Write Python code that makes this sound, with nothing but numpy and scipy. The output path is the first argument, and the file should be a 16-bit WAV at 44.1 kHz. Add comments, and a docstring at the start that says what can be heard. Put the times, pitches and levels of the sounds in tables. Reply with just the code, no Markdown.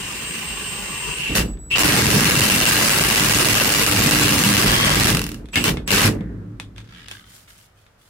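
"""A motor whines freely, then hammers in bursts with rattle and low boom; a hum, whir, clicks and rubs follow.
A cordless impact wrench turns the bolt of a steering-wheel puller inside a vehicle cab.
Shaft orders are sines; gears, steel, column and cloth are noise shaped by envelopes and resonances.
The freed wheel hums and whirs; the socket comes off with clicks and scrapes. A limiter ducks around loud blows."""
import sys
import numpy as np
from scipy import signal
from scipy.fft import rfft, irfft, next_fast_len
from scipy.io import wavfile
from scipy.ndimage import uniform_filter1d, minimum_filter1d

SR = 44100
rng = np.random.default_rng(int(sys.argv[2]) if len(sys.argv) > 2 else 0)


def inscribe(sig):
    """Save sig as 16-bit PCM at rate SR to the path in sys.argv[1].

    A 1-D sig is mono; a 2-D sig holds one channel per row.
    Samples are clipped to [-1, 1] before scaling.
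    """
    pcm = np.round(np.clip(np.atleast_2d(sig).T, -1, 1) * 32767)
    wavfile.write(sys.argv[1], SR, pcm.astype(np.int16))


N = 356769
TIME = np.arange(N) / SR
HZ = np.fft.rfftfreq(8192, 1 / SR)

# Levels in spectra and modes are relative: body() scales each response to unit power.
# gear case spectrum: (frequency [Hz], level [dB])
GEAR_CASE = [(1500, -36), (2300, -16.5), (2720, -5.5), (3050, -9.5), (3400, -23.5), (5000, -43)]
# steel of socket, bolt and puller, spectrum: (frequency [Hz], level [dB])
STEEL = [(350, -1.5), (520, -3.5), (730, -5.5), (1050, -5), (1700, -3), (2700, -3), (3500, -6), (5000, -6),
         (6500, -9), (9000, -9), (15500, -15)]
# steel resonances: (frequency [Hz], width [Hz], boost [dB])
STEEL_MODES = [(1145, 21, 3.5), (1630, 56, 3.5), (1960, 40, 3), (2796, 99, -1.5), (655, 53, -1)]
# steering column spectrum: (frequency [Hz], level [dB])
COLUMN = [(60, -21), (85, -5), (130, -3.5), (220, -3.5), (280, -10.5), (430, -10.5), (560, -18.5),
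          (850, -25.5), (2000, -35), (4000, -56.5)]
# steering column resonances: (frequency [Hz], width [Hz], boost [dB])
COLUMN_MODES = [(108.3, 6, 8), (148.2, 4.6, 7.5), (199.3, 12, 4.5), (241, 10, 4.5), (298.2, 8.2, 11.5)]
# bursts of hammering: (start [s], end [s], fall [dB/s], clatter [dB],
# treble relative to clatter [dB], column boom [dB])
BURSTS = [(1.346, 1.387, 541, -20.5, -1.5, -25.5), (1.75, 5.1, 168.5, -21.5, -3, -24),
          (5.637, 5.692, 424, -22.5, -5.5, -20.5), (5.9, 6.062, 420, -18, -6.3, -26)]
BURST_RISE_S = 0.01


def amp(db):
    """Decibels to gain."""
    return 10 ** (np.asarray(db) / 20)


def read(points, hz):
    """A spectrum joined by straight lines on a log-frequency axis."""
    point_hz, value = np.transpose(points)
    return np.interp(np.log(hz + 1), np.log(point_hz + 1), value)


def level(rows):
    """A (time, dB) curve as a gain, silent outside the curve."""
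    time_s, db = np.transpose(rows)
    return amp(np.interp(TIME, time_s, db, left=-200, right=-200))


def swell(start, end, rise_s, fall_db_per_s):
    """A gain that rises linearly from start, holds until end and dies away exponentially."""
    fall_db = np.minimum(fall_db_per_s * np.maximum(TIME - end, 0), 200)
    return np.clip((TIME - start) / rise_s, 0, 1) * amp(-fall_db)


def add(mix, s, sound):
    """Mixes a stereo sound in at time s."""
    part = mix[:, round(s * SR):][:, :sound.shape[1]]
    part += sound[:, :part.shape[1]]


def noise():
    """Noise at two microphones: alike in the bass, nearly unrelated in the treble."""
    # (frequency [Hz], left-right correlation [1])
    likeness = [(30, 1), (100, 0.97), (190, 1), (300, 0.96), (480, 0.56), (700, -0.02), (1100, 0.37),
                (2500, 0.014), (16000, -0.15)]
    # (frequency [Hz], left minus right [dB])
    balance = [(150, 0), (300, -3), (600, -4.5), (1100, 1), (2200, 0.5), (4500, -.5), (9000, 0.2)]
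    size = next_fast_len(N)
    hz = np.fft.rfftfreq(size, 1 / SR)
    a, b = rfft(rng.standard_normal((2, size)))
    same = np.clip(read(likeness, hz), -.99, .99)
    tilt = amp(read(balance, hz) / 2)
    mid = a * np.sqrt((1 + same) / 2)
    side = b * np.sqrt((1 - same) / 2)
    return irfft(np.array([(mid + side) * tilt, (mid - side) / tilt]), size)[:, :N]


def body(x, spectrum, modes=(), band=1):
    """Filters x by a minimum-phase response of unit power: a broad spectrum with resonances on it."""
    low_skirt = 1 + (spectrum[0][0] / (HZ + 1)) ** 6
    high_skirt = 1 + (HZ / spectrum[-1][0] / 1.2) ** 8
    gain = amp(read(spectrum, HZ)) * band / np.sqrt(low_skirt * high_skirt)
    for hz, width_hz, db in modes:
        gain = gain * np.sqrt(1 + (amp(db) ** 2 - 1) / (1 + (2 * (HZ - hz) / width_hz) ** 2))
    log_gain = np.log(gain / np.sqrt(np.mean(gain ** 2)) + 1e-5)
    mirrored = np.r_[log_gain, log_gain[-2:0:-1]]
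    # the Hilbert transform of the log gain is the minimum phase
    response = np.fft.ifft(np.exp(np.conj(signal.hilbert(mirrored)))).real
    return signal.oaconvolve(x, response[None, :len(HZ)], axes=1)[:, :N]


def grains(per_s, spread_db, decay_s):
    """Envelope of many small random contacts, each dying quickly; mean power 1."""
    size = amp(spread_db * np.minimum(rng.exponential(1, N), 3))
    size = size * (rng.random(N) < per_s / SR)
    power = signal.lfilter([1], [1, -np.exp(-1 / (decay_s * SR))], size ** 2)
    return np.sqrt(power / power.mean())


def waver(per_s):
    """Random knots of unit deviation joined by straight lines, one curve per microphone."""
    knots = rng.standard_normal((2, int(N / SR * per_s) + 4))
    return np.array([np.interp(TIME * per_s, np.arange(len(k)), k) for k in knots])


def shifting(x, depth_db, width_hz=90, life_s=.06):
    """Patches of the spectrum swell and fade at random, at unchanged mean squared gain."""
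    hop = 256
    z = signal.stft(x, nperseg=1024, noverlap=1024 - hop)[2]
    field = rng.standard_normal(z.shape)
    field = uniform_filter1d(field, max(1, round(width_hz * 1024 / SR)), axis=1)
    field = uniform_filter1d(field, max(1, round(life_s * SR / hop)), axis=2)
    gain = amp(depth_db * field / field.std())
    gain = gain / np.sqrt(np.mean(gain ** 2))
    return signal.istft(z * gain, nperseg=1024, noverlap=1024 - hop)[1][:, :N]


def lean(order):
    """Gain from how the wrench bears on the puller in the long burst; neutral outside the table."""
    # (time [s], boom [dB], treble of the chatter [dB], gear case [dB])
    bearing = np.array([(1.75, -1, -19, -1), (1.785, -7, 3, -3.5), (1.87, 2, -2, -5), (2.15, 2.5, -2, -4.5),
                        (2.56, -0.5, 0, 1.5), (2.66, -2, 0.5, -1.5), (3.8, -3, -0.5, -2),
                        (3.97, 2.5, -0.5, -4), (4.45, 2, -.5, -2.5), (4.9, -1, -6, -12), (5.1, 1.5, -1, -7),
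                        (5.45, 12.5, 4, -6)])
    return amp(np.interp(TIME, bearing[:, 0], bearing[:, order], left=0, right=0))


def cab(cab_db=-56.5):
    """The quiet cab: steady noise, strongest in the bass."""
    # (frequency [Hz], level [dB])
    cab_spectrum = [(25, -2), (50, -2.5), (105, 0), (140, -7.5), (300, -16), (666, -13), (1050, -17.5),
                    (1300, -15), (2850, -25), (15500, -38.5)]
    return amp(cab_db) * body(noise(), cab_spectrum)


def motor(jitter=0.00098, flutter_db=3.5, gear_trim_db=1.0, case_trim_db=-1):
    """Shaft orders whine over meshing gears, whose case resonates under load; the speed controller sings."""
    # trigger pulls: (on [s], takes up the load [s], off [s], fall [dB/s], gear noise [dB],
    # gear case [dB], strain peak [dB])
    pulls = [(-.1, 1.29, 1.425, 607, -31.5, -32.5, -24.5), (1.699, 1.76, 5.1, 201, -33, -28.5, -17),
             (5.525, 5.565, 5.69, 382, -32.5, -29.5, -25), (5.871, 5.885, 6.08, 360, -25, -32, -26)]
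    # unbraked motor: (time [s], shaft speed [Hz])
    free_shaft = [(0, 340.7), (.3, 341.7), (.68, 343), (.8, 341.8), (1.08, 345), (1.16, 340.5), (1.3, 328),
                  (1.75, 336)]
    # teeth and slots passing: (multiple of shaft speed [1], level [dB])
    whine_orders = [(3, -10.5), (7, -10.5), (8, -1.5), (9, -6.5), (18, -26.5), (21, -10), (22, -2.5),
                    (23, -27.5), (24, 5), (25, -21.5), (26, -18), (27, -8.5), (43, -28.5), (45, -8.5)]
    # meshing gears: (frequency [Hz], level [dB])
    gear_spectrum = [(30, -13), (50, 1.5), (90, -8.5), (150, -1.5), (260, -9.5), (420, -7.5), (650, -15),
                     (1000, -9), (1300, -14), (1600, -8.5), (2400, -8.5), (3400, -12.5), (9500, -16.5),
                     (15500, -26)]
    # gear resonances: (frequency [Hz], width [Hz], boost [dB])
    gear_modes = [(980, 76, 1), (1160, 49, 5.5), (210, 43, 4)]
    # speed controller, trigger part way down: (start [s], end [s], level [dB])
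    chopper_spans = [(1.28, 1.46, -48), (1.476, 1.54, -44), (1.585, 1.73, -45), (5.517, 5.635, -45),
                     (5.861, 5.895, -45)]
    # (multiple of chopper_hz [1], level [dB])
    chopper_parts = [(.5, -33), (1, 0), (1.5, -23.5)]
    spin_up_s, hammer_sag_hz, coast_sag_hz = 0.017, 23.4, 150
    strain_rise_s, strain_fall_s = 0.074, .03  # the case swells while the hammer spring winds up
    whine_db, full_speed_hz, whine_db_per_hz = -39.5, 343.1, 0.54  # the whine fades as the shaft slows
    chopper_hz, chopper_rise_s, chopper_fall_db_per_s = 7860, 0.0076, 450

    running = gear_level = case_level = 0
    for on, loaded, off, fall, mesh_db, ring_db, strain_db in pulls:
        run = swell(on, off, spin_up_s, fall)
        strain = np.exp(-np.maximum((loaded - TIME) / strain_rise_s, (TIME - loaded) / strain_fall_s))
        running = running + run
        gear_level = gear_level + run * amp(mesh_db)
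        case_level = case_level + run * (amp(ring_db) + amp(strain_db) * strain)
    case_level = case_level * running * lean(order=3)

    braking = sum(swell(start, end, BURST_RISE_S, fall) for start, end, fall, *_ in BURSTS)
    shaft_hz = np.interp(TIME, *np.transpose(free_shaft))
    shaft_hz = shaft_hz - hammer_sag_hz * braking - coast_sag_hz * (1 - running)
    whine_level = running * amp(whine_db + whine_db_per_hz * (shaft_hz - full_speed_hz))
    turns = np.cumsum(shaft_hz * (1 + jitter * waver(60)[0])) / SR
    whine = 0
    for multiple, db in whine_orders:
        flutter = amp(db + flutter_db * waver(25))
        whine = whine + flutter * np.sin(2 * np.pi * (multiple * turns + rng.random()))

    mesh = shifting(noise() * grains(2500, 1.5, 0.0018), depth_db=4.0, width_hz=70)
    gears = body(mesh, gear_spectrum, gear_modes)
    case = body(noise() * grains(1000, 0.74, 0.0022), GEAR_CASE, [(2730, 40, 3.1)])
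    case = shifting(case, depth_db=4.0, width_hz=60, life_s=.08)

    chopper = chopper_level = 0
    mic_phase = np.array([[0], [.1]])  # cycles
    for multiple, db in chopper_parts:
        cycles = multiple * chopper_hz * TIME + mic_phase
        chopper = chopper + np.sqrt(2) * amp(db) * np.sin(2 * np.pi * cycles)
    for start, end, db in chopper_spans:
        chopper_level = chopper_level + amp(db) * swell(start, end, chopper_rise_s, chopper_fall_db_per_s)
    return (amp(gear_trim_db) * gears * gear_level + amp(case_trim_db) * case * case_level
            + whine * whine_level + chopper * chopper_level)


def clicks(click_trim_db=2, tick_s=0.0015, wash_db=-13, wash_s=0.026, ring_trim_db=-12, bright_hz=4000):
    """Light metal contacts: a noise tick, its reflections as a noise tail, and the socket's ringing modes."""
    # loose metal touching: (time [s], level [dB], ring share [dB], brightness [dB])
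    touches = [(0.575, -25, -18, -13), (1.534, -46, -10, -8), (1.572, -47.5, -8, -8), (5.457, -45, -14, 3),
               (5.487, -45, -6, 2), (5.5332, -31, -22, -8), (5.558, -6, 1, -19), (5.771, -24.5, -5.5, -22),
               (6.208, -40.5, -7, -6), (6.5991, -25.5, -10, 1.5), (6.762, -43, -11, -1),
               (6.781, -34.5, -8, -2), (6.803, -46, -9, 0), (7.0112, -47, -14, -4), (7.084, -35, -13, 7.5),
               (7.1124, -28, -17, 3), (7.48, -45, -4, -3), (7.8652, -47, -14, -6)]
    # (frequency [Hz], level [dB])
    touch_spectrum = [(400, -7), (1100, -3), (1700, -1), (2400, -4), (3400, -3.5), (5000, -9.5),
                      (9000, -13), (15000, -28)]
    # (frequency [Hz], width [Hz], boost [dB])
    touch_modes = [(2530, 120, 5.5), (3550, 320, 8)]
    # ringing socket: (frequency [Hz], level [dB], 60 dB decay time [s])
    socket_modes = [(1750, 1.5, 0.15), (2170, 8, .09), (2440, -14, 0.212), (3170, -7, 0.126),
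                    (3530, -3, .12), (4387, -13, .2), (4950, -11, .15), (7850, -18, .15), (8463, -14, .15)]
    ticks, rings = np.zeros((2, N)), np.zeros((2, N))
    t = TIME[:SR // 3]
    hiss = noise()
    shape = np.exp(-t / tick_s) + amp(wash_db) * np.exp(-t / wash_s)
    for s, db, share_db, bright_db in touches:
        tick = np.roll(hiss, -round(s * SR), axis=1)[:, :len(t)] * shape
        dull = signal.lfilter(*signal.butter(1, bright_hz, fs=SR), tick)
        add(ticks, s, amp(db) * (dull + amp(bright_db) * (tick - dull)))
        ring = 0
        for hz, mode_db, t60_s in socket_modes:
            tone = np.sin(2 * np.pi * (hz * t + rng.random((2, 1))))
            ring = ring + amp(mode_db - 60 * t / t60_s) * tone
        add(rings, s, amp(db + share_db + ring_trim_db) * ring)
    return amp(click_trim_db) * body(ticks, touch_spectrum, touch_modes) + rings


def column(steady_sway_db=-36):
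    """Hammering and single jolts shake the low modes of the steering column; their powers add."""
    # (start [s], length [s], boom [dB], sway [dB])
    jolts = [(1.292, 0.022, -23, -34), (1.376, 0.055, -23, -24.5), (2.057, .09, -20, -31),
             (4.635, 0.022, -18.5, -25.5), (4.855, .03, -23, -24), (4.97, 0.03, -21.5, -25),
             (5.095, 0.062, -20, -26.5), (5.555, 0.057, -21.5, -36), (5.67, .045, -22, -28),
             (5.9, .02, -21, -47), (6.041, 0.051, -16.5, -38)]
    # (frequency [Hz], level [dB])
    sway_spectrum = [(20, -29.5), (33, -13.5), (42, 1.5), (50, 5.5), (62, 2), (72, -5.5), (95, -16.5)]
    rise_s, boom_fall_db_per_s, sway_fall_db_per_s = 0.013, 149, 51
    after_ring_db, after_ring_fall_db_per_s = -14, 38.5  # the column rings on faintly
    shakes = [(start, end, db, steady_sway_db, lean(order=1)) for start, end, _, _, _, db in BURSTS]
    shakes += [(s, s + length_s, db, sway_db, 1) for s, length_s, db, sway_db in jolts]
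    boom_power = sway_power = 0
    for start, end, boom_db, sway_db, contact in shakes:
        ring = swell(start, end, rise_s, boom_fall_db_per_s) ** 2
        ring += (amp(after_ring_db) * swell(start, end, rise_s, after_ring_fall_db_per_s)) ** 2
        boom_power = boom_power + (amp(boom_db) * contact) ** 2 * ring
        sway_power = sway_power + (amp(sway_db) * swell(start, end, rise_s, sway_fall_db_per_s)) ** 2
    boom = body(noise() * grains(900, 2.8, 0.0025), COLUMN, COLUMN_MODES) * np.sqrt(boom_power)
    sway = body(noise(), sway_spectrum) * np.sqrt(sway_power)
    return boom + sway


def rattle(clatter_trim_db=2.0, fizz_trim_db=4.0, split_hz=6000):
    """Socket, bolt and puller chatter as dense noise grains; late in the long burst the puller rings."""
    # puller ringing as its load comes off: (time [s], level [dB])
    sing_curve = [(4.55, -60), (4.7, -23), (4.8, -17), (4.9, -18), (5.0, -39), (5.12, -38), (5.3, -57)]
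    # (frequency [Hz], width [Hz], boost [dB])
    sing_modes = [(3220, 92, 29.5), (1122, 38, 18), (1690, 34, 11.5), (2290, 60, 11), (4600, 250, 6)]
    shaking = treble = 0
    for start, end, fall, db, treble_db, _ in BURSTS:
        burst = amp(db) * swell(start, end, BURST_RISE_S, fall)
        shaking = shaking + burst
        treble = treble + amp(treble_db) * burst
    contacts = grains(1100, 2.0, 0.0021)
    chatter = noise() * contacts
    low = 1 / np.sqrt(1 + (HZ / split_hz) ** 8)
    high = np.sqrt(1 - low ** 2)
    clatter = body(shifting(chatter, depth_db=4), STEEL, STEEL_MODES, low) * shaking
    fizz = body(shifting(noise() * contacts, depth_db=6.0), STEEL, band=high)
    fizz = fizz * treble * lean(order=2)
    sing_spectrum = [(500, -20), (1000, 4), (4500, -11), (8000, -33)]  # (Hz, dB)
    sing = body(noise() * grains(200, 1.7, 0.01), sing_spectrum, sing_modes)
    sing = (sing - .5 * sing[::-1]) * level(sing_curve)  # partly opposite phase at the two microphones
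    return amp(clatter_trim_db) * clatter + amp(fizz_trim_db) * fizz + sing


def strikes(slip_count=9):
    """Every strike as (s, dB): hard blows, a lighter beat and rebounds inside bursts, and the last slips."""
    # hardest blows of hammer on anvil: (time [s], level [dB])
    hard_blows = [(1.3532, -10), (1.382, -9), (1.783, 0.5), (1.834, -2), (1.8793, -10), (1.9646, -6),
                  (2.103, -7), (2.2447, -4), (2.354, -8), (2.4069, -1.5), (2.4991, -2), (2.654, -1),
                  (2.7109, -8), (2.8942, -4), (2.9338, -11), (3.0377, -7.5), (3.1006, -5.5), (3.1964, -6.5),
                  (3.2358, -10.5), (3.3364, -6), (3.386, -4.5), (3.4465, -7), (3.486, -2), (3.5996, -4),
                  (3.785, -10.5), (3.864, -2.5), (4.11, 1.5), (4.1868, -9.5), (4.2812, -6), (4.323, -8.5),
                  (4.4373, -0.5), (4.489, -9), (4.568, -1), (4.8936, -12.5), (4.9987, -6), (5.0705, -4),
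                  (5.1022, -8), (5.5567, -5), (5.6408, -5.5), (5.877, -19), (5.906, -5), (5.9607, -9),
                  (6.0068, -8.5), (6.04, -15)]
    beat_per_s, beat_db, spread_db = 21, -11.5, 3
    rebound_s, rebound_db = .0098, -11.5  # one bounce after a blow
    # after the long burst the hammer slips over the anvil, ever slower and softer
    slip_start_s, slip_gap_s, slip_slowing = 5.148, .0222, 1.028
    slip_db, slip_fall_db_per_s = -12.5, 90
    blows = list(hard_blows)
    chance = rng.standard_normal((len(hard_blows), 16, 2))
    for (s, _), (next_s, _), draws in zip(hard_blows, hard_blows[1:], chance):
        if any(start < s and next_s < end for start, end, *_ in BURSTS):
            steps = max(round((next_s - s) * beat_per_s), 1)
            beats = np.linspace(s, next_s, steps + 1)[:-1]
            blows += [(at, beat_db + spread_db * z) for at, z in zip(beats[1:], draws[:, 0])]
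            blows += [(at + rebound_s, rebound_db + spread_db * z) for at, z in zip(beats, draws[:, 1])]
    slips = np.r_[0, np.cumsum(slip_gap_s * slip_slowing ** np.arange(slip_count - 1))]
    return blows + [(slip_start_s + s, slip_db - slip_fall_db_per_s * s) for s in slips]


def hammer(blow_trim_db=3.0, crack_s=0.0022, tail_db=-17, tail_s=0.036, thud_trim_db=-5, ping_trim_db=-5):
    """Each blow: a steel crack, a short wash of cab reflections, a gear-case ping and a column thud."""
    # gear case rung by a blow: (frequency [Hz], width [Hz], boost [dB])
    ping_modes = [(2710, 27, 11), (2960, 37, 10)]
    hits = np.zeros(N)  # power
    for s, db in strikes():
        hits[round(s * SR)] += amp(db) ** 2
    t = TIME[:SR // 5]
    power_shape = np.exp(-2 * t / crack_s) + amp(tail_db) ** 2 * np.exp(-2 * t / tail_s)
    power = np.maximum(signal.oaconvolve(hits, power_shape)[:N], 0)
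    force = noise() * np.sqrt(power)
    ping = amp(ping_trim_db) * lean(order=3) * body(force, GEAR_CASE, ping_modes)
    thud = amp(thud_trim_db) * lean(order=1) * body(force, COLUMN, COLUMN_MODES)
    return amp(blow_trim_db) * body(force, STEEL, STEEL_MODES) + ping + thud


def wheel(whir_half_width_hz=280):
    """The spinning wheel hums in the column; its bearing whirs, a noise band gliding down as it slows."""
    # (frequency [Hz], level [dB])
    hum_spectrum = [(40, -5.5), (55, 9.5), (75, -23), (110, -6), (300, -15), (450, -15.5), (800, -37.5)]
    # (frequency [Hz], width [Hz], boost [dB])
    hum_modes = [(105.9, 6.6, 22), (181.7, 7.6, 16), (228, 6.7, 12), (271, 8, 12), (296.6, 7, 13.5),
                 (352.78, 12, 9)]
    start_s, push_s = 6.05, 0.16
    hum_db, hum_fall_db_per_s, whir_db, whir_fall_db_per_s = -27, 25, -51, 34
    whir_start_hz, whir_end_hz, slowing_s = 1860, 760, 0.45
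    let_go_s = start_s + push_s
    slowing = np.exp(-np.maximum(TIME - let_go_s, 0) / slowing_s)
    whir_hz = whir_end_hz + (whir_start_hz - whir_end_hz) * slowing
    hum = body(noise(), hum_spectrum, hum_modes) * swell(start_s, let_go_s, push_s, hum_fall_db_per_s)
    lowpass = signal.butter(2, whir_half_width_hz, fs=SR, output="sos")
    roughness = signal.sosfilt(lowpass, rng.standard_normal((2, N)))
    carrier = np.sqrt(2) * np.cos(2 * np.pi * np.cumsum(whir_hz) / SR)
    whir = roughness / roughness.std() * carrier * swell(start_s, let_go_s, push_s, whir_fall_db_per_s)
    return amp(hum_db) * hum + amp(whir_db) * whir


def handling(sleeve_trim_db=1, slips_per_s=72, unevenness=.35, slip_s=0.0081):
    """The socket scrapes in a quick, uneven train of small ringing slips; cloth brushes past."""
    # strokes of socket and sleeve: (start [s], end [s], rise [s], fall [dB/s], scraping [dB], rubbing [dB])
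    strokes = [(6.753, 6.79, .03, 300, -47, -63), (6.837, 7.002, 0.14, 43, -44, -62),
               (7.08, 7.133, .04, 120, -53, -50), (7.25, 7.37, .1, 140, -75, -48),
               (7.47, 7.507, .03, 130, -54.5, -52), (7.535, 7.655, 0.044, 350, -68, -58.5),
               (7.748, 7.8, .04, 90, -65, -64.5), (7.973, 8.09, .04, 102, -65, -61)]
    # (frequency [Hz], level [dB])
    scrape_spectrum = [(500, -25), (900, -15), (1150, -3.5), (1700, 0.5), (2400, -6.5), (3100, -3),
                       (3600, -9), (4300, -7.5), (8000, -20)]
    # (frequency [Hz], level [dB])
    sleeve_spectrum = [(300, -16), (1000, -6), (4500, -1), (9000, -1), (15000, -5.5)]
    scraping = rubbing = 0
    for start, end, rise_s, fall, metal_db, cloth_db in strokes:
        stroke = swell(start, end, rise_s, fall)
        scraping = scraping + amp(metal_db) * stroke
        rubbing = rubbing + amp(cloth_db) * stroke
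    cycles = np.cumsum(slips_per_s * (1 + unevenness * waver(40)[0])) / SR
    stick_slip = np.exp(-(cycles % 1) / (slips_per_s * slip_s))
    stick_slip = stick_slip / np.sqrt(np.mean(stick_slip ** 2))
    slips = noise() * stick_slip * grains(900, 1.2, 0.0032)
    slips = shifting(slips, depth_db=4.5, width_hz=130, life_s=0.14)
    scrape = body(slips, scrape_spectrum, [(3100, 140, 3.7), (3500, 200, 8.5)]) * scraping
    sleeve = body(noise() * grains(2000, 2.2, 0.0019), sleeve_spectrum) * rubbing
    return scrape + amp(sleeve_trim_db) * sleeve


def scene():
    """The wrench, what it shakes, and the quiet cab."""
    return motor() + hammer() + rattle() + column() + wheel() + clicks() + handling() + cab()


def record(dry, threshold_db=-13, slope=0.78, ceiling=.92, edge_hz=15800):
    """A look-ahead limiter ducks everything for some milliseconds around loud blows; then the band limit."""
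    sensed = signal.lfilter(*signal.butter(1, 350, "high", fs=SR), dry)  # reacts little to bass
    power = abs(uniform_filter1d((sensed ** 2).mean(0), size=70))
    power_db = 10 * np.log10(power + 1e-12)
    gain_db = -slope * np.maximum(power_db - threshold_db, 0)
    held_db = minimum_filter1d(gain_db, size=440)  # centred window: ducks ahead of the blow
    limited = dry * amp(uniform_filter1d(held_db, size=180))
    limited = limited / (1 + (limited / ceiling) ** 8) ** (1 / 8)  # rounds off the tallest peaks
    lowpass = signal.firwin(301, edge_hz, window=("kaiser", 9), fs=SR)
    return signal.oaconvolve(limited, lowpass[None], "same")


dry = scene()
out = record(dry)
inscribe(out)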